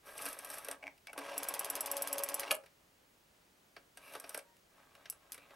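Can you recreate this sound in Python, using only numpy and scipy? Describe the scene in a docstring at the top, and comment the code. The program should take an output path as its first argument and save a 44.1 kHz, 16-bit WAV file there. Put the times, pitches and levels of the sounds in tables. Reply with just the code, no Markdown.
"""First a finger rubs the dial round, springs hissing and the ratchet ticking, in a small quiet room.
Let go, a rotary telephone's dial whirrs home through ten pairs of contact clicks and slaps its end stop.
Then it is wound a short way and eased back under the finger. Microphone close above the table.
Rubs and gears are random grains, blows are decaying noise, both coloured by resonances of the works;
squeaks, hum and after-ring are fluttering sines. Reflections and steady room air lie around them."""
import sys
import numpy as np
from scipy import signal
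from scipy.fft import rfft, irfft
from scipy.io import wavfile

SR = 44100
rng = np.random.default_rng(int(sys.argv[2]) if len(sys.argv) > 2 else 0)


def master(y):
    """Save y as 16-bit WAV."""
    cut = np.clip(np.atleast_2d(y).T, -1, 1)
    pcm = np.round(cut * 32767)  # scale
    wavfile.write(sys.argv[1], SR, pcm.astype(np.int16))


N = 244755
TIME = np.arange(N) / SR  # s
RELEASE_S, HOME_S = 1.165, 2.52  # the gears run from release until the wheel is home

# resonances of the plastic case, standing out of a broad colour: f/Hz, width/Hz, level/dB
CASE_MODES = [(282, 8.3, 14.5), (445, 37, 4.5), (560.8, 17.4, 10.5), (627, 20, 6.5), (681, 22, 7.5),
              (847, 11.7, 7.5), (1133, 30, 7), (1275, 55, 7), (1613, 80, 10.5), (1950, 45, 8),
              (2324, 160, 7.5), (2597, 190, 7), (2744, 74, 4), (3080, 47, 0), (4580, 110, 6.5),
              (4970, 58, 8.5), (5590, 150, 11), (6180, 110, 10), (8440, 250, 8), (10500, 330, 0),
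              (11440, 87, 4), (12100, 97, 7), (13300, 200, -4)]


def amp(db):
    """Decibels to a linear gain."""
    return 10 ** (np.asarray(db) / 20)


def evened(x):
    """Scales a sound to an RMS of one."""
    return x / np.sqrt(np.mean(x ** 2) + 1e-20)


def read(points, hz):
    """Joins points by straight lines on a log-frequency axis."""
    f, value = np.transpose(points)
    return np.interp(np.log(hz + 1), np.log(f + 1), value)


def swell(s, db):
    """A level curve as a gain, silent outside its span."""
    return amp(np.interp(TIME, s, db, left=-200, right=-200))


def arches(rows, fullness=1.):
    """Bouts that each swell and fade in one arch, as a gain."""
    out = np.zeros(N)
    for s, length, db in rows:
        arch = np.hanning(max(round(length * SR), 3)) ** (fullness / 2)
        add(out, s, amp(db) * arch)
    return out


def add(mix, s, sound):
    """Lays a sound into the mix, starting at s seconds."""
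    part = mix[round(s * SR):][:len(sound)]
    part += sound[:len(part)]


def dying(t, t60):
    """An envelope that starts at t = 0 and falls 60 dB in t60."""
    return (t >= 0) * np.exp(-np.log(1000) * np.maximum(t, 0) / t60)


def colour(x, spectrum, modes=(), size=8192):
    """Causal filter: a broad spectrum with resonances standing out of it."""
    hz = np.fft.rfftfreq(size, 1 / SR)
    peaks = 1 + sum((amp(db) ** 2 - 1) / (1 + (2 * (hz - f) / w) ** 2) for f, w, db in modes)
    log_gain = np.log(amp(read(spectrum, hz))) + np.log(np.maximum(peaks, .1)) / 2
    # minimum phase, from the Hilbert transform of the log gain
    circle = np.r_[log_gain, log_gain[-2:0:-1]]
    minimum_phase = np.exp(np.conj(signal.hilbert(circle)))
    response = np.fft.ifft(minimum_phase).real[:size // 2]
    return signal.oaconvolve(x, response)[:len(x)]


def grains(per_s, spread_db, t60=.012, size=2048):
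    """Random tiny impacts of uneven size, each scattered into a short burst inside the works."""
    sizes = amp(spread_db * np.minimum(rng.exponential(1, N), 4))
    hits = sizes * (rng.random(N) < per_s / SR)
    burst = dying(np.arange(size) / SR, t60)
    power = signal.oaconvolve(hits ** 2, burst ** 2)[:N]
    return evened(np.sqrt(abs(power)) * rng.choice([-1, 1], N))


def tone(hz, rough, flutter_hz=30):
    """A sine whose strength and phase flutter."""
    low_pass = signal.butter(2, flutter_hz, fs=SR, output="sos")
    flutter = signal.sosfilt(low_pass, rng.standard_normal((2, N)))
    a, b = rough * evened(flutter)
    phase = 2 * np.pi * np.cumsum(hz * np.ones(N)) / SR
    return evened((1 + a) * np.sin(phase) + b * np.cos(phase))


def air():
    """Steady room noise and microphone hiss, with a thin high whine."""
    # shape of the still room's noise: f/Hz, level/dB per Hz (relative)
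    air_shape = [(15, -44), (25, -10), (60, -6), (120, -8.5), (161, -6.5), (270, -7.5), (427, -8),
                 (624, -8), (796, -10), (1700, -13), (3160, -15.5), (3430, -17), (11600, -23),
                 (16000, -25.5)]
    # likeness of left and right, held between 0 and 1 below: f/Hz, likeness
    air_same = [(60, 1), (130, 0.87), (290, 0.82), (640, 0.14), (1410, -0.02), (3100, 0.26), (6820, 0.9),
                (15000, 1.0)]
    air_db, whine_hz, whine_db = -68.5, 15735, -87.5
    hz = np.fft.rfftfreq(N, 1 / SR)
    a, b = rfft(rng.standard_normal((2, N)))
    same = np.clip(read(air_same, hz), 0, 1)
    left_right = np.array([a, same * a + np.sqrt(1 - same ** 2) * b])
    noise = evened(irfft(left_right * amp(read(air_shape, hz)), N))
    whine = tone(whine_hz, rough=1.3, flutter_hz=12)
    return amp(air_db) * noise + amp(whine_db) * whine


def winding(rub_db=-2.0, hiss_db=-.8):
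    """The turning wheel rubs on the case while the return spring's coils slide."""
    # one curve for each stroke, before the two trims: t/s, rub level/dB, spring hiss level/dB
    winds = [
        [(.03, -70, -82), (.075, -52.5, -55.5), (.15, -55, -60), (.21, -49.5, -49), (.275, -45.5, -48.5),
         (.36, -54, -60), (.44, -54, -60), (.53, -49.5, -48), (.635, -54.5, -61), (.73, -49, -57),
         (.77, -65, -83)],
        [(3.98, -66, -75), (4.03, -61.5, -64.5), (4.11, -59, -61.5), (4.16, -49, -60), (4.2, -63, -69),
         (4.27, -58.5, -66), (4.39, -56, -61), (4.44, -88, -91)],
        [(4.7, -79, -93), (4.79, -63.5, -87), (4.9, -70, -86), (5.01, -63.5, -82), (5.2, -71, -92),
         (5.29, -68, -88), (5.34, -63, -63), (5.42, -65, -84), (5.55, -60.5, -76)],
    ]
    # broad colours of rub and hiss: f/Hz, level/dB
    rub_colour = [(120, -36), (260, -12.5), (380, -5.5), (520, 0.5), (750, 0), (1200, 2.5), (1420, -6),
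                  (1650, -2.5), (2600, -11.5), (3800, -7), (5500, -36.5), (7000, -20), (16000, -42)]
    hiss_colour = [(2000, -13.5), (5500, -11.5), (6900, -18.5), (8700, -9.5), (11000, -2), (12800, -9.5),
                   (13800, -6.5), (14700, -28), (15500, -40)]
    rub = evened(colour(grains(900, 2.7, t60=0.022), rub_colour, CASE_MODES))
    hiss = evened(colour(grains(1500, 3.1, t60=0.02), hiss_colour, CASE_MODES))
    out = np.zeros(N)
    for rows in winds:
        s, low_db, high_db = np.transpose(rows)
        out += rub * swell(s, low_db + rub_db)
        out += hiss * swell(s, high_db + hiss_db)
    return out


def knocks(rows, spectrum, modes, gain_db, tick_db, body_t60, rim_t60, tick_t60, rise_s, size=4096):
    """Each blow rings the metal works shortest, the wheel's rim briefly, and the case long and low."""
    t, out = np.arange(size) / SR, np.zeros(N)
    bands = [(6000, 17000), (150, 1400), (1500, 6000)]  # tick, body, rim (Hz)
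    filters = [signal.butter(4, band, "band", fs=SR, output="sos") for band in bands]
    ring_times = (tick_t60, body_t60, rim_t60)
    for s, tick, body, rim, ring in rows:
        levels = (tick + tick_db, body, rim)
        for sos, db, t60 in zip(filters, levels, ring_times):
            envelope = dying(t, t60 * max(ring, .2)) * (1 - dying(t, rise_s))
            blow = rng.choice([-1, 1], size) * envelope
            ringing = signal.sosfilt(sos, colour(blow, spectrum, modes))
            add(out, s, amp(db + gain_db) * evened(ringing))
    return out


def wheel():
    """Pawl on ratchet, finger against wheel and stop, and wheel on end stop, all as blows."""
    # the pawl drops over a ratchet tooth during winding, before the gains below: t/s, level/dB
    ratchet = [(.178, -32), (.2209, -30.5), (.2543, -27), (.2862, -30.5), (.3277, -33), (.3885, -32),
               (.4464, -32), (.5008, -31.5), (.5407, -33.5), (.5826, -32), (.6459, -33.5), (4.1984, -34),
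               (4.2926, -31.5)]
    # finger knocks wheel, or wheel the finger stop, before the gains below:
    # t/s, tick level/dB, body level/dB, rim level/dB, factor on the ring time
    bumps = [(.2618, -29, -42, -41, .85), (.6848, -31, -39.5, -45, .55), (.7118, -27.5, -47, -46.5, .75),
             (.9772, -58.5, -80, -65, .75), (1.07, -44, -60, -46.5, .5), (1.1303, -40.5, -47.5, -52, .7),
             (1.1772, -35, -37.5, -43.5, 1), (1.1877, -36.5, -42.5, -47, .9), (2.4314, -45, -44, -43.5, .7),
             (2.6364, -59, -57.5, -63, 1), (2.6599, -54, -64, -58, 1), (3.7643, -57, -49.5, -49, 1),
             (3.9719, -40, -55, -51.5, 1), (4.136, -41, -52.5, -51, 1), (4.151, -39, -42, -47, .9),
             (4.2404, -52, -48, -49, .8), (4.345, -28, -42, -42, .85), (4.375, -30, -42.5, -51, .7),
             (4.3894, -43, -56.5, -50, 1), (4.566, -58, -71, -70, .85), (4.9506, -54, -59, -58, .7),
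             (5.0559, -55, -62, -49, .9), (5.1234, -44, -59.5, -60, 1), (5.3433, -38, -56.5, -52, 1),
             (5.3777, -47.5, -55, -55, 1), (5.5064, -68, -55.5, -60, 1)]
    # the wheel slaps its end stop and rattles: same columns, also before the gains
    slap_blows = [(2.5083, -28.5, -37.5, -27, 1.1), (2.5113, -26.5, -40.5, -31, 0.69),
                  (2.5133, -22.5, -41.5, -33.5, 0.62), (2.5155, -20, -32, -39, .9),
                  (2.5238, -27.5, -39, -46, 1.4), (2.5455, -34.5, -43, -49.5, 1.0),
                  (2.551, -30, -49, -57, 1.0), (2.565, -44, -49.5, -67, 0.91)]
    # broad colours of knock and slap: f/Hz, level/dB
    knock_colour = [(120, -58), (260, -14.5), (500, -3.5), (1200, -10), (1420, -4), (1650, -6), (2700, -5),
                    (3900, -7.5), (6800, -16.5), (8500, -8), (11000, -3), (13000, -12), (14500, -21),
                    (16000, -49)]
    slap_colour = [(120, -37.5), (260, -9.5), (560, 5), (1000, 2), (1460, -6), (2700, -2), (3800, -11),
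                   (6900, -14.5), (8500, -8.5), (11000, -4), (13000, -14), (14700, -17), (16000, -40)]
    # end stop and wheel together: f/Hz, width/Hz, level/dB over the colour
    slap_modes = [(281, 38, 9), (550, 13, 9.5), (628, 30, 10), (830, 34, 3.5), (1267, 49, 10.5),
                  (1700, 50, 11), (2338, 113.4, 13), (2770, 130, 1), (2860, 130, 7), (2944, 70, 7),
                  (3260, 80, 10), (4490, 95, 12.5), (8400, 140, 8.5), (10700, 220, 3), (11460, 200, 7),
                  (13200, 250, 10)]
    pawl_body_db, pawl_rim_db = -21, -21  # what case and rim take up of each tick
    teeth = [(s, db, db + pawl_body_db, db + pawl_rim_db, 1) for s, db in ratchet]
    ticking = knocks(teeth, knock_colour, CASE_MODES, gain_db=-13.0, tick_db=-11,
                     body_t60=0.066, rim_t60=0.047, tick_t60=0.027, rise_s=0.004)
    bumping = knocks(bumps, knock_colour, CASE_MODES, gain_db=-13.0, tick_db=-11,
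                     body_t60=0.071, rim_t60=0.051, tick_t60=0.027, rise_s=0.004)
    slapping = knocks(slap_blows, slap_colour, slap_modes, gain_db=-13, tick_db=-11.0,
                      body_t60=0.039, rim_t60=0.023, tick_t60=0.016, rise_s=0.00069)
    return ticking + bumping + slapping


def squeaks(pitch_hz=2270, chirp_db=-3, scrape_db=-5):
    """Short slips of skin on plastic chirp and nudge the case."""
    # fingertip sticking and slipping on the wheel, before the two trims: t/s, level/dB, length/s
    slips = [(.1895, -39, .005), (.824, -44, .013), (.8375, -42, .005), (.858, -51, .009),
             (.8675, -38.5, .005), (.8765, -38, .005), (1.076, -50, .016), (1.089, -48, .018)]
    # broad colour of the scrape: f/Hz, level/dB
    slip_colour = [(150, -20), (340, -6.5), (430, -9), (700, 3), (1000, -1), (1300, -14), (1600, -8),
                   (2500, -2), (3600, -16), (5500, -21), (10000, -25), (15000, -30)]
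    grip = np.zeros(N)
    for s, db, length in slips:
        add(grip, s, amp(db) * np.hanning(round(length * SR)))
    scrape = evened(colour(grip * rng.standard_normal(N), slip_colour, CASE_MODES)) * np.std(grip)
    chirp = grip * tone(pitch_hz, rough=0.24, flutter_hz=400)
    return amp(chirp_db) * chirp + amp(scrape_db) * scrape


def creep():
    """The pressed fingertip drags along the finger stop with a dull groan of grains."""
    # bouts of creeping: start t/s, length/s, level/dB
    creeps = [(.76, .075, -65), (.82, .085, -56), (1.075, .05, -60), (1.15, .04, -54)]
    # broad colour of the groan: f/Hz, level/dB
    creep_colour = [(150, -25), (340, -6), (430, -8), (700, 3), (1050, -1), (1300, -16), (2500, -16),
                    (5000, -35), (15000, -50)]
    groan = evened(colour(grains(700, 2.2, t60=.015), creep_colour, CASE_MODES))
    return groan * arches(creeps, fullness=.8)


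def spin():
    """The free dial picks up speed, runs steadily and dies away quickly once home, as a gain."""
    spin_up_s, run_down_t60 = .04, .115  # time constant, and time to fall 60 dB (s)
    speeding_up = 1 - dying(np.maximum(TIME - RELEASE_S, 0), spin_up_s * np.log(1000))
    return speeding_up * dying(np.maximum(TIME - HOME_S, 0), run_down_t60)


def gears(turn_hz=37.3, throb=0.1):
    """Gear teeth chatter into the case, throbbing with each turn of the governor."""
    # broad colour of the whirr: f/Hz, level/dB
    gear_colour = [(120, -23.5), (260, -12.5), (430, -1.5), (560, -1.5), (720, 1.5), (1050, 4), (1250, -4),
                   (1420, -6.5), (1560, -7), (2600, -9), (3300, -8), (4400, -15.5), (5700, -19),
                   (6800, -20.5), (11000, -15.5), (15000, -34)]
    # the wheel chatters when it moves near its home position: start t/s, length/s, level/dB
    chatter_bouts = [(2.425, .02, -45), (2.455, .045, -50), (3.99, .19, -62.5), (5.35, .14, -69)]
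    # resonances of that chatter: f/Hz, width/Hz, level/dB
    chatter_modes = [(2295, 120, 14.5), (2730, 130, 18.5), (3960, 220, 22), (5560, 300, 8)]
    chatter_colour = [(800, -47), (2400, 22.5), (6000, -16), (12000, 6)]  # f/Hz, level/dB
    gear_db, growth_db_per_s = -47.6, .7  # level at release, and its rise
    teeth = grains(900, 2.0, t60=0.018) * (1 + throb * np.sin(2 * np.pi * turn_hz * TIME))
    run_gain = spin() * amp(gear_db + growth_db_per_s * (TIME - RELEASE_S))
    whirr = evened(colour(teeth, gear_colour, CASE_MODES)) * run_gain
    chatter = evened(colour(teeth, chatter_colour, chatter_modes))
    return whirr + chatter * arches(chatter_bouts, fullness=.6)


def governor():
    """The friction brake hums near a case mode as the dial runs home, and now and then sings out."""
    # the brake catches and sings: start t/s, length/s, level/dB
    catches = [(1.26, .1, -55), (1.91, .14, -47.5), (2.085, .19, -44), (2.29, .06, -46.5), (2.38, .06, -50)]
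    hum_hz, hum_db = 561, -59.5
    gain = amp(hum_db) * spin() + arches(catches, fullness=.6)
    return tone(hum_hz, rough=0.18) * gain


def snaps(rows, blows, spectrum, modes, gain_db, vary, size=3000):
    """A contact spring strikes and bounces in nearly the same way each time."""
    t, out = np.arange(size) / SR, np.zeros(N)
    envelope = np.sqrt(sum((amp(db) * dying(t - delay, t60)) ** 2 for delay, db, t60 in blows))
    habit = rng.standard_normal(size)  # the part that every snap shares
    for _ in range(3):  # a hard blow drives all frequencies alike
        z = rfft(habit * envelope)
        flat = irfft(z / (abs(z) + 1e-12), size)
        unshaped = flat / (envelope + 0.03) * (envelope > .01)
        habit = evened(np.tanh(evened(unshaped)))
    for s, db in rows:
        strike = (habit + vary * rng.standard_normal(size)) * envelope
        snap = colour(strike, spectrum, modes)
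        add(out, s, amp(db + gain_db) * evened(snap))
    return out


def contacts():
    """A spring contact snaps open and shut for every pulse of the digit, and for one slow pulse."""
    # blows within one snap, opening and closing: delay t/s, level/dB, t60/s
    open_blows = [(0.0008, 1.5, 0.022), (.0033, -2.5, .022), (.0071, -4.5, .016)]
    shut_blows = [(0.0007, 0, 0.021), (.009, -8, .035)]
    # broad colours of opening and closing: f/Hz, level/dB
    open_colour = [(250, -31), (600, -28), (2500, -14.5), (4200, -12), (5500, -4.5), (6800, -8), (9000, -4),
                   (11000, -0.5), (12000, -12), (13500, 1), (14700, -5), (16000, -29.5)]
    shut_colour = [(250, -19), (600, -23), (2500, -10.5), (4200, -11), (5700, -11), (6850, -20),
                   (8200, -5.5), (9400, -4), (11000, -3), (12600, -0.5), (13400, -19), (14500, -0.5),
                   (16300, -35)]
    # resonances of the opening spring and closing contact: f/Hz, width/Hz, level/dB over the colour
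    spring_modes = [(2770, 49, 13.5), (5620, 280, 8.5), (7570, 90, 13.5), (7900, 130, 17), (9740, 140, 13),
                    (9400, 83, 6), (10700, 120, 18.5), (11330, 120, 13.5), (11080, 130, 17.5),
                    (12980, 200, 19), (12300, 130, 15), (14200, 150, 9), (14400, 130, 5)]
    shut_modes = [(3360, 93, 8), (4960, 190, 10), (6310, 130, 16.5), (7000, 230, 13), (9900, 270, 6),
                  (10750, 150, -1), (12900, 280, 1)]
    # one slow pulse as the dial is eased back, before the gains below: t/s, level/dB
    slow_open = (5.0981, -27)
    slow_shut = (5.3194, -31)
    # the governor holds a steady pace: open once a period, shut about half a period later
    first_pulse_s, period_s, open_for_s, digit_pulses = 1.3782, .10707, .0531, 10
    # first pulse before the gains below, and the rise from one pulse to the next
    open_db, shut_db, growth_db = -23.8, -27.1, .19
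    # the cam's two lobes differ: every other closing is later and harder
    lobe_s, lobe_db = .0004, .8
    pulse = np.arange(digit_pulses)
    open_s = first_pulse_s + period_s * pulse
    growth = growth_db * pulse
    lobe = -(-1) ** pulse
    shut_s = open_s + open_for_s + lobe_s * lobe
    opens = [*zip(open_s, open_db + growth), slow_open]
    shuts = [*zip(shut_s, shut_db + growth + lobe_db * lobe), slow_shut]
    opening = snaps(opens, open_blows, open_colour, spring_modes, gain_db=-19, vary=0.6)
    closing = snaps(shuts, shut_blows, shut_colour, shut_modes, gain_db=-20, vary=0.37)
    return opening + closing


def after_ring():
    """A faint tone, with a weaker one about an octave up, hangs on at the finger stop."""
    # where it sounds, as the level of the lower tone: start t/s, length/s, level/dB
    rings = [(4.42, .16, -72)]
    pair = tone(937, rough=0.051) + amp(-14) * tone(1870, rough=.2)
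    return pair * arches(rings, fullness=1.4)


def room(x, wet_db=-14, side_db=-3, near_db=-19, near_t60=0.009, size=16384):
    """Close reflections from the table differ between left and right; the walls add a short tail."""
    # decay of the walls' tail: f/Hz, t60/s
    room_t60 = [(200, 0.26), (1000, 0.26), (4000, 0.14), (9000, 0.16), (15000, 0.05)]
    # how much left and right differ: f/Hz, level/dB
    side_colour = [(100, -1), (500, -5), (1200, -2), (4000, -1), (8000, -3.5), (15000, -8)]
    hz, t, z = signal.stft(rng.standard_normal((2, size)), SR, nperseg=256)
    fading = z * dying(t, read(room_t60, hz)[:, None])
    tails = signal.istft(fading, SR, nperseg=256)[1][:, :size]
    t = np.arange(size) / SR
    mid, side = amp(wet_db) * evened(tails * np.clip(t / 0.007, 0, 1))  # builds up over 7 ms
    near = amp(near_db) * evened(rng.standard_normal(size) * dying(t, near_t60))
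    side = colour(amp(side_db) * side + near, side_colour)
    response = np.array([mid + side, mid - side]) / np.sqrt(size)
    return x + signal.fftconvolve(x[None], response, axes=1)[:, :N]


def scene():
    """The telephone's sounds in the room, over the room's own air."""
    finger = winding() + squeaks() + creep()
    works = wheel() + gears() + governor() + contacts() + after_ring()
    return room(finger + works) + air()


def record(dry):
    """The recorder's band limit."""
    edge_hz = 16500
    low_pass = signal.firwin(511, edge_hz, window=("kaiser", 9), fs=SR)
    return signal.oaconvolve(dry, low_pass[None], "same")


dry = scene()
out = record(dry)
master(out)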